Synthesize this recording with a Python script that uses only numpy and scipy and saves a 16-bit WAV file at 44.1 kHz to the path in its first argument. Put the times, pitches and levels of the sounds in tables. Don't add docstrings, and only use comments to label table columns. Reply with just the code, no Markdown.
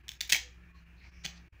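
import sys
import numpy as np
from scipy import signal
from scipy.fft import rfft, irfft
from scipy.io import wavfile
from scipy.ndimage import uniform_filter1d

SR = 44100
rng = np.random.default_rng(int(sys.argv[2]) if len(sys.argv) > 2 else 0)


def master(y):
    cut = np.clip(np.atleast_2d(y).T, -1, 1)
    pcm = np.round(cut * 32767)
    wavfile.write(sys.argv[1], SR, pcm.astype(np.int16))


N = 70560
TIME, FREQS = np.arange(N) / SR, np.fft.rfftfreq(N, 1 / SR)


def amp(db):
    return 10 ** (np.asarray(db) / 20)


def unit(x):
    return x / np.sqrt(np.mean(x ** 2) + 1e-20)


def curve(points, hz):
    f, value = np.transpose(points)
    return np.interp(np.log(hz + 1), np.log(f + 1), value)


def add(mix, s, sound):
    part = mix[..., max(round(s * SR), 0):][..., :sound.shape[-1]]
    part += sound[..., :part.shape[-1]]


def minimum_phase(db):
    log_gain = np.log(amp(np.r_[db, db[-2:0:-1]]))
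    return np.fft.ifft(np.exp(np.conj(signal.hilbert(log_gain)))).real


def drift(rate_hz):
    return unit(irfft(rfft(rng.standard_normal(N)) * (FREQS > 0) / (1 + (FREQS / rate_hz) ** 4), N))


def wavering_tone(hz, db, waver_db, wander_hz):
    gain = np.sqrt(2) * amp(db + waver_db * drift(5))
    pitch = hz + wander_hz * drift(3.8)
    return gain * np.sin(2 * np.pi * np.cumsum(pitch) / SR)


# f/Hz, relative level/dB
ROOM_TONE_EQ = [(20, -11), (45, 8), (110, 2), (200, -8), (255, -13.5), (330, -8.5), (500, -21), (900, -19),
                (1400, -15.5), (1800, -9.5), (2050, -16.5), (2400, -8.5), (2800, -16), (3400, -27.5),
                (6500, -34.5), (8500, -42), (14000, -41), (15300, -34), (16000, -46.5)]
def room_tone(level_db=-60.5, patch_db=2):
    hz, _, bands = signal.stft(rng.standard_normal(N), SR, nperseg=2048, noverlap=1536)
    patches = uniform_filter1d(rng.standard_normal(bands.shape), size=6, axis=0)
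    patches = unit(uniform_filter1d(patches, size=8, axis=1))
    bands *= amp(curve(ROOM_TONE_EQ, hz)[:, None] + patch_db * patches)
    return amp(level_db) * unit(signal.istft(bands, SR, nperseg=2048, noverlap=1536)[1][:N])


# t/s, level/dB
UPPER_HUM_RIDE = [(0, -92), (0.25, -73), (0.502, -72.5), (0.581, -65), (0.819, -63.5), (1.0, -69),
                  (1.08, -72), (1.17, -63), (1.381, -59.5), (1.47, -66.5), (1.54, -88)]
def hum():
    low = wavering_tone(hz=62.3, db=-56, waver_db=-0.73, wander_hz=0.87)
    ride_db = np.interp(TIME, *np.transpose(UPPER_HUM_RIDE))
    return low + wavering_tone(hz=172.4, db=ride_db, waver_db=1.0, wander_hz=2.7)


# f/Hz, T60/s
REVERB_DECAY = [(150, 0.13), (600, 0.27), (2200, 0.29), (4500, 0.28), (7000, 0.28), (9000, .2),
                (15000, 0.15)]
# f/Hz, relative level/dB
REVERB_EQ = [(150, 5.5), (1000, 2.5), (2500, 1.5), (6000, 1), (10000, -2), (15000, 7)]
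def reverb(send, wet_db=-5.5, predelay_s=0.001, build_s=0.0071):
    count = SR // 2
    hz, age, bands = signal.stft(rng.standard_normal(count), SR, nperseg=256)
    bands *= amp(curve(REVERB_EQ, hz)[:, None] - 60 * age / curve(REVERB_DECAY, hz)[:, None])
    fade_in = np.clip((TIME[:count] - predelay_s) / build_s, 0, 1)
    tail = signal.istft(bands, SR, nperseg=256)[1][:count] * fade_in
    return amp(wet_db) * signal.fftconvolve(send, tail / np.linalg.norm(tail))[:N]


# t/s, length/s, level/dB, centre f/Hz, half-width/octaves
RUBS_AND_TONES = [(0.395, 0.11, -70, 499.4, 0.029), (0.68, .11, -74.5, 1110, 0.034),
                  (0.733, 0.075, -74, 4200, 0.075), (0.739, 0.083, -81.5, 5770, 0.29),
                  (0.957, 0.15, -72, 4200, 0.18), (1.0, 0.084, -62, 2220, 0.22),
                  (1.016, 0.11, -72.5, 5200, .3), (1.033, 0.068, -69.5, 948.5, 0.63),
                  (1.111, 0.16, -71.5, 5540, 0.14), (1.118, 0.102, -68.5, 2210, 0.21),
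                  (1.235, 0.013, -52.5, 3530, 1), (1.268, 0.15, -70, 985, 0.93),
                  (1.354, 0.034, -62, 3980, .7)]
def rubs_and_tones(grain_db=1.5, high_cut_hz=7500):
    out, f = np.zeros(N), FREQS + 1
    for s, length, db, hz, octaves in RUBS_AND_TONES:
        grains = rng.standard_normal(N) * amp(grain_db * drift(200))
        band = 1 / (1 + (np.log2(f / hz) / octaves) ** 2)
        noise = unit(irfft(rfft(grains) * band / (1 + (f / high_cut_hz) ** 10), N))
        count = int(length * SR)
        add(out, s, amp(db) * noise[:count] * signal.windows.tukey(count, .5))
    return out


# t/s, level/dB, f/Hz, T60/s
KNOCKS = [(0.33, -43, 134.7, 0.053), (0.333, -50.5, 328.8, 0.23), (0.3455, -49, 860, .02),
          (1.251, -43.5, 149.6, 0.08), (1.252, -60, 371.6, 0.21), (1.2533, -47, 768, 0.035)]
def knocks():
    out, t = np.zeros(N), TIME[:SR // 4]
    for s, db, hz, t60 in KNOCKS:
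        add(out, s, amp(db - 60 * t / t60) * np.sin(2 * np.pi * hz * t))
    return out


# f/Hz, relative level/dB
SUPPORT_MODES = [(1912, -7), (2056, 3.5), (2092, 3), (2228, -4.5), (2308, -2), (2528, 4.5), (2622, 0.5),
                 (2868, -3), (3156, -4.5), (3611, -7.5), (4521, -6.5), (6023, -0.5), (6146, -1.5)]
def support_ring(break_s=0.3235, gain_db=-36.5, attack_s=.004, t60_s=.19):
    out, t = np.zeros(N), TIME[:SR // 2]
    modes = sum(amp(db) * np.sin(2 * np.pi * (hz * t + rng.random())) for hz, db in SUPPORT_MODES)
    envelope = amp(gain_db - 60 * t / t60_s) * (1 - np.exp(-t / attack_s))
    add(out, break_s, envelope * modes)
    return out


# f/Hz, relative level/dB
CRACK_EQ = [(60, -35), (250, -18.5), (500, -19.5), (800, -14), (1150, -20.5), (1650, -5.5), (2100, -2),
            (2900, -2), (3800, -0.5), (5200, -5), (6200, -0.5), (7500, -8.5), (9000, -13.5), (13800, -20),
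            (15200, -6), (16000, -25.5)]
def snap(level_db, strut_hz, ring_db, treble_db, bass_db, decay_s):
    crack_attack_s, ring_attack_s, ring_t60_s = 0.00097, .0005, 0.016
    t, hz = TIME[:4096], np.fft.rfftfreq(4096, 1 / SR)
    burst = rng.standard_normal(len(t)) * (1 - np.exp(-(t / crack_attack_s) ** 2)) * np.exp(-t / decay_s)
    spectrum = rfft(burst)
    spectrum /= np.sqrt(uniform_filter1d(abs(spectrum) ** 2, size=160) + 1e-12)
    high_shelf = treble_db / (1 + (8000 / (hz + 1)) ** 8)
    low_shelf = bass_db / (1 + (hz / 1200) ** 4)
    eq = rfft(minimum_phase(curve(CRACK_EQ, hz) + high_shelf + low_shelf))
    crack = irfft(spectrum * eq) * (1 - t / t[-1]) ** 2
    ring_envelope = (1 - np.exp(-(t / ring_attack_s) ** 2)) * amp(-60 * t / ring_t60_s)
    ring = ring_envelope * np.sin(2 * np.pi * strut_hz * t)
    layers = np.array([unit(crack), amp(ring_db) * unit(ring)])
    return 2 * amp(level_db) * layers / np.linalg.norm(layers.sum(0))


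# t/s, relative level/dB, ring f/Hz, ring over click/dB, low shelf/dB, contact time/s
MAT_TAPS = [(1.2455, -23.5, 2250, -3, 7, 0.0034), (1.2488, -19.5, 1966, -11, 3.1, 0.0026),
            (1.2528, -17.5, 3015, -2.5, 2.5, 0.0026), (1.2612, -17, 3370, -0.5, 2.57, 0.00077)]
# t/s, relative level/dB, ring f/Hz, ring over crack/dB, high shelf/dB, low shelf/dB, crumble time/s
STRUT_BREAKS = [(0.0815, -26.5, 3320, -2.5, -1.5, -4.5, .0008),
                (0.0907, -18.5, 3445, -2, -3.5, -5.5, .0008), (0.1170, -28.5, 3330, -2.5, 0, 4, .0008),
                (0.1365, -40, 3360, 0, 5, 3.5, .001), (0.152, -45.5, 2480, -8, -3.5, 0.5, .001),
                (0.2068, -14, 3560, 0.5, -3, -9.5, 0.0013), (0.2100, -17, 4408, 1, 4.5, -6, .001),
                (0.2114, -14.5, 5880, -1.5, -4, -4, .0007), (0.2491, -37, 3250, -1, 1.5, 0.5, .001),
                (0.2757, -36, 4300, -7.5, 9.5, -7.5, .0012), (0.2933, -23.5, 2500, -6.5, -1.5, -4.5, .001),
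                (0.2953, -20, 2310, 3, 7, -8, .0012), (0.2977, -14.5, 3200, -21.5, -0.5, -2.5, .001),
                (0.3018, -14.5, 3850, -7.5, -1, -4.5, .0009), (0.307, -18.5, 2383, -9, -2, 5, .0012),
                (0.3208, -10.5, 2540, -1, 4, -6, .001), (0.3231, 0, 2590, -4, -2.5, -5, 0.002),
                (0.3277, -11.5, 2450, -9, -1.5, 1.5, .001), (0.3305, -4.5, 2500, -4.5, -0.5, -1, .0011),
                (0.3320, -6.5, 2004, -2.5, -1.5, -5, .0012), (0.3465, -8.5, 2270, 15.5, -14.5, 10, .001),
                (0.3549, -16, 2150, -2, -10, 10.5, .001), (0.3638, -14, 2320, -3.5, 0.5, -2.5, .0008)]
def plastic(echo_s=.00093, echo_gain=0.092, tap_treble_db=-9):
    direct = np.zeros((2, N))
    for s, *strut in STRUT_BREAKS:
        add(direct, s, snap(*strut))
    for s, level_db, hz, ring_db, bass_db, contact_s in MAT_TAPS:
        add(direct, s, snap(level_db, hz, ring_db, tap_treble_db, bass_db, contact_s))
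    heard = direct.copy()
    add(heard, echo_s, echo_gain * direct)
    return heard


# f/Hz, gain/dB
SIDE_EQ = [(60, -45.5), (130, -26), (300, -22), (700, -22), (1400, -16), (2500, -49), (6000, -54),
           (15000, -41.5)]
def scene(ring_send=0.24):
    cracks, rings = plastic()
    direct = cracks + knocks() + rubs_and_tones()
    send = direct + ring_send * rings
    mid = direct + rings + support_ring() + reverb(send) + hum() + room_tone()
    ambience = 2 * reverb(send) + room_tone()
    side = irfft(rfft(ambience) * amp(curve(SIDE_EQ, FREQS)), N)
    return np.array([mid + side, mid - side])


# centre t/s, length/s, depth/dB
LEVEL_DIPS = [(0.027, 0.016, 8), (0.185, 0.015, 6), (0.732, 0.027, 6.5), (0.851, .022, 5.5),
              (1.108, 0.014, 8), (1.505, 0.037, 29)]
def record(dry, edge_s=0.0038, high_cut_hz=15900):
    dip_db = sum(depth * .5 * (1 - np.tanh((abs(TIME - s) - length / 2) / edge_s))
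                 for s, length, depth in LEVEL_DIPS)
    high_cut = signal.firwin(161, high_cut_hz, window=("kaiser", 8), fs=SR)
    return signal.oaconvolve(dry * amp(-dip_db), high_cut[None], "same")


dry = scene()
out = record(dry)
master(out)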